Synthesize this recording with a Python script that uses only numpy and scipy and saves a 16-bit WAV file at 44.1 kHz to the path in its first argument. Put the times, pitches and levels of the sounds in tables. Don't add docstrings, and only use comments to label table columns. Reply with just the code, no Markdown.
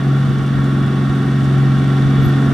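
import sys
import numpy as np
from scipy import signal
from scipy.fft import rfft, irfft, next_fast_len
from scipy.io import wavfile
from scipy.ndimage import uniform_filter1d

SR = 44100
rng = np.random.default_rng(int(sys.argv[2]) if len(sys.argv) > 2 else 0)


def voltage_ratio(level):
    return 10 ** (np.asarray(level, float) / 20)


def to_wav(s):
    ch = np.atleast_2d(s).T
    pcm = np.round(np.clip(ch, -1, 1) * 32767)
    wavfile.write(sys.argv[1], SR, pcm.astype(np.int16))


N = 111573
FAST = next_fast_len(N)
FREQ_HZ = np.maximum(np.fft.rfftfreq(FAST, 1 / SR), 1)
LEFT_RIGHT = np.array([[.5], [-.5]])
CYLINDERS = 6


def level(x, db):
    return x * voltage_ratio(db) / np.sqrt(np.mean(x ** 2))


def curve(table, t, col):
    rows = np.array(table, float)
    return np.interp(t, rows[:, 0], rows[:, col])


def log_curve(table, hz):
    rows = np.array(table, float)
    return np.interp(np.log(hz), np.log(rows[:, 0]), rows[:, 1])


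def walk(rate_hz):
    k = max(int(SR / rate_hz) // 32, 1)
    steps = np.repeat(rng.standard_normal(N // 32 // k + 2), k)
    steps = uniform_filter1d(uniform_filter1d(steps, k), k)
    return 1.3 * np.interp(np.arange(N) / 32, np.arange(len(steps)), steps)


def hiss(count):
    return rfft(rng.standard_normal((count, FAST)))


def band(spectrum, hz, width_oct):
    bell = np.exp(-.5 * (np.log2(FREQ_HZ / hz) / width_oct) ** 2)
    return irfft(spectrum * bell, FAST)[..., :N]


# (time [s], firing rate [Hz])
SPEED = [(0, 136.9), (.5, 136.7), (1.0, 136.2), (1.4, 135.75), (1.8, 136.05), (2.1, 136.5), (2.53, 137)]


def engine_cycle(t):
    cycle_start = .3
    return 2 * np.pi * (np.cumsum(curve(SPEED, t, 1)) / SR / CYLINDERS - cycle_start)


# (time [s], firing note [dB], uneven-cylinder throb [dB])
EFFORT = [(0.0, -21.5, -23.5), (0.08, -13, -22), (0.2, -13.5, -21.5), (0.43, -19, -23.5),
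          (0.56, -15.5, -20.5), (1.16, -17, -21), (1.21, -18, -19.5), (1.64, -12, -21),
          (1.82, -14.5, -20.5), (2.2, -13, -20), (2.53, -15, -18)]
# (multiple of the cycle rate [1], level [dB])
EXHAUST = [(2, -41.5), (3, -28.5), (4, -32), (5, -51), (6, 0), (7, -24.5), (8, -15.5), (9, -11.5),
           (10, -12), (11, -27.5), (12, -11), (13, -25.5), (14, -23.5), (15, -23), (16, -23), (17, -27.5),
           (18, -27), (19, -33.5), (20, -45), (21, -31.5), (23, -47.5)]
# (time [s], level [dB])
OCTAVE = [(0, 1.5), (.25, -4), (.7, 0), (1.05, 1), (1.35, -2), (1.6, 1), (2.53, -0.5)]


def exhaust(t, cycle):
    dispersion_rad, smear_rad, wander_db = 1.6, .008, .8
    out = 0
    for k, db in EXHAUST:
        wander, slip = walk(7.04), walk(12)
        if k == CYLINDERS:
            gain_db = curve(EFFORT, t, 1) + .3 * wander
        else:
            throb_db = (curve(EFFORT, t, 2) + 20) * min(k / 9, 1.5) - 14
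            gain_db = throb_db + db + wander_db * wander * min((k / 10) ** 2, 3)
        if k == 2 * CYLINDERS:
            gain_db = gain_db + curve(OCTAVE, t, 1)
        phase = k * cycle - dispersion_rad * k * k / 2 + smear_rad * k * k / 6 * slip
        out = out - np.sqrt(2) * voltage_ratio(gain_db) * np.sin(phase)
    return out


MESH = [27, 34, 45, 52, 60, 70, 75, 82, 150, 164.3, 249.5, 301]
# (level [dB], smear [rad], flutter [dB])
WHINES = [(-48, .4, 2), (-46, .5, 2), (-52, .5, 2), (-50, .6, 2), (-41, .4, 1.5), (-51, .8, 2),
          (-50, .7, 2), (-49, 1.3, 2.5), (-49.5, .7, 2), (-54, 1.3, 2), (-66, .7, 2), (-70, 1.3, 2)]


def whines(t, cycle):
    beat_depth = .5
    out = 0
    for teeth, (db, smear_rad, flutter_db) in zip(MESH, WHINES):
        gain = voltage_ratio(db + flutter_db * walk(30)) * (1 + beat_depth * np.cos(cycle + teeth))
        out = out + gain * np.sin(teeth * cycle + smear_rad * walk(25))
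    return np.sqrt(2) * out


# (time [s], frequency [Hz])
FINAL_DRIVE = [(0, 1117), (.9, 1112), (1.6, 1105), (2.53, 1104)]


def final_drive(t):
    gain = voltage_ratio(-38 + 0.98 * walk(18))
    phase = 2 * np.pi * np.cumsum(curve(FINAL_DRIVE, t, 1)) / SR
    return np.sqrt(2) * gain * np.sin(phase + .6 * walk(10))


# (frequency [Hz], density [dB per Hz])
ROAR = [(40, -9), (90, -5.5), (330, -2.5), (560, -14.5), (1500, -15), (4200, -30), (9800, -44.5),
        (15000, -47.5)]
# (frequency [Hz], width [Hz], lift [dB])
HULL = [(362, 22, 3.5), (734, 203, 6), (970, 240, -1.5), (1190, 270, 3), (1418, 360, 4.5), (1842, 94, 8),
        (2300, 91, 4.5), (2464, 300, -5.5), (2930, 270, 1), (3630, 610, 6.5), (5780, 1100, 1.5),
        (6550, 370, -1.5), (8800, 1030, 6)]
# (frequency [Hz], likeness of left and right [0-1])
ALIKE = [(100, 1), (300, 0.91), (640, 0.84), (1400, 0.89), (3000, 0.89), (6700, 0.51), (14000, 0.6)]


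def roar(cycle):
    roar_db, puff_depth, swell_db, sway_db = -26.5, 0.091, .5, .7
    db = log_curve(ROAR, FREQ_HZ) - 40 * np.log10(np.maximum(40 / FREQ_HZ, 1))
    for hz, width_hz, lift_db in HULL:
        db = db + lift_db * np.exp(-np.abs(2 * (FREQ_HZ - hz) / width_hz) ** 3)
    noise = hiss(count=3) * voltage_ratio(db)
    out, swell = 0, walk(2.36)
    for hz in 40 * 2 ** np.arange(0, 9, .7):
        alike = np.clip(curve(ALIKE, hz, 1), 0, 1)
        split = np.sqrt([[alike], [1 - alike], [1 - alike]])
        sway = voltage_ratio(swell_db * swell + sway_db * walk(6.34) + 0.38 * walk(20))
        puff = 1 + puff_depth * np.cos(cycle + np.log(hz))
        out = out + band(noise, hz, 0.54) * sway * puff * split
    out = out * voltage_ratio(roar_db) / np.sqrt(np.mean(out[0] ** 2 + out[1] ** 2))
    return out[0], out[1:]


def link_ticks():
    links_per_s, link_db, spread_db, tail_s = 200, -60, 2.6, 0.0013
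    chance = rng.random((int(links_per_s * 2.6), 2))
    clicks = np.zeros(N)
    clicks[(chance[:, 0] * N).astype(int)] = voltage_ratio(-spread_db * np.log(chance[:, 1] + 1e-4))
    tails = signal.lfilter([1], [1, -np.exp(-1 / (tail_s * SR))], clicks) * rng.standard_normal(N)
    return level(band(rfft(tails, FAST), 6000, 0.44), link_db)


# (time [s], level [dB], frequency [Hz])
KNOCKS = [
    (.187, -50, 10400),
    (.294, -47, 5280),
    (.641, -41, 7000),
    (1.04, -50, 8700),
    (1.155, -43, 8800),
    (1.443, -41, 6230),
    (2.128, -48, 6200),
    (2.175, -34, 520),
    (2.181, -35, 800),
    (2.26, -48, 10000),
]


def link_knocks(t):
    out = 0
    for s, db, hz in KNOCKS:
        grit = level(band(hiss(count=1)[0], hz, 0.52), db - 4)
        out = out + grit * (t > s) * np.exp(-np.abs(t - s) / (0.0044 + 8 / hz))
    return out


# (time [s], length [s], frequency [Hz], level [dB])
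SQUEAKS = [
    (2.212, .028, 12220, -59),
    (2.232, .036, 12445, -49),
    (2.277, .013, 11850, -55),
    (2.288, .014, 12700, -55),
    (2.27, .15, 742, -37),
    (2.33, .09, 3510, -49),
    (2.08, .32, 3425, -50),
    (2.38, .04, 1370, -37),
    (2.172, .05, 440, -32),
]


def pin_squeaks(t):
    out = 0
    for s, length_s, hz, db in SQUEAKS:
        shape = np.sin(np.pi * np.clip((t - s) / length_s, 0, 1)) ** .6 * voltage_ratio(2.5 * walk(90))
        wobbly_t = t + np.cumsum(0.00476 * walk(120)) / SR
        out = out + np.sqrt(2) * voltage_ratio(db) * shape * np.sin(2 * np.pi * hz * wobbly_t)
    return out


# (time [s], length [s], level [dB], left-right [dB])
GUSTS = [(0.307, 0.094, -25.5, 2), (0.397, 0.062, -30, -14), (0.58, 0.12, -32, 7), (0.857, .06, -32, -2),
         (1.112, .06, -28, -8), (1.447, 0.099, -28, 2), (1.687, 0.27, -33, -8), (1.854, 0.11, -33, -5),
         (2.052, 0.08, -23.5, 5), (2.213, 0.12, -25.5, 7.5), (2.27, 0.044, -21, -11),
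         (2.504, 0.1, -26.5, -4.5)]


def wind(t):
    wind_db, wind_hz = -39, 94
    gain = voltage_ratio(wind_db + 2.5 * np.array([walk(15), walk(15)]))
    for s, length_s, db, pan_db in GUSTS:
        puff = np.exp(-.5 * ((t - s) / (length_s / 3.5)) ** 2)
        gain = gain + voltage_ratio(db + pan_db * LEFT_RIGHT) * puff
    noise = hiss(count=3)
    return level(band(noise[1:] + 0.69 * noise[0], wind_hz, 0.63), 0) * gain


# (direct lag [s], echo lag [s], echo gain [1])
PORTS = [(.00002, 0.0004, 0.34), (.00003, .0007, 0.32)]
# (frequency [Hz], left-right [dB])
SHADE = [(130, 0.65), (260, -3), (520, 0.5), (1000, 2.4), (2000, 1), (4000, -5.5), (8000, -0.7), (12000, 1)]


def at_ports(direct):
    echo_top_hz = 10000
    w = 2j * np.pi * FREQ_HZ
    paths = []
    for lag_s, echo_s, echo_gain in PORTS:
        straight = np.exp(-w * lag_s / (1 + (FREQ_HZ / echo_top_hz) ** 4))
        echo = echo_gain * np.exp(-w * echo_s - (FREQ_HZ / echo_top_hz) ** 2)
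        paths.append((straight + echo) / (1 + echo_gain))
    shade = voltage_ratio(log_curve(SHADE, FREQ_HZ) * LEFT_RIGHT)
    return irfft(rfft(direct, FAST) * np.array(paths) * shade, FAST)[:, :N]


def scene():
    approach_db_per_s = 1.08
    t = np.arange(N) / SR
    cycle = engine_cycle(t)
    near = voltage_ratio(approach_db_per_s * (t + 0.3))
    shared, scattered = roar(cycle)
    track = link_ticks() + link_knocks(t) + pin_squeaks(t)
    direct = exhaust(t, cycle) + near * (whines(t, cycle) + final_drive(t) + shared + track)
    return at_ports(direct) + near * scattered + wind(t)


def roll_off(x):
    return signal.sosfilt(signal.butter(12, 15400, fs=SR, output="sos"), x)


def record(dry):
    top_hz = 14950
    rounded = np.tanh(0.95 * dry) / 0.85
    soft = signal.sosfilt(signal.butter(10, top_hz, fs=SR, output="sos"), rounded)
    return roll_off(soft)


dry = scene()
out = record(dry)
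to_wav(out)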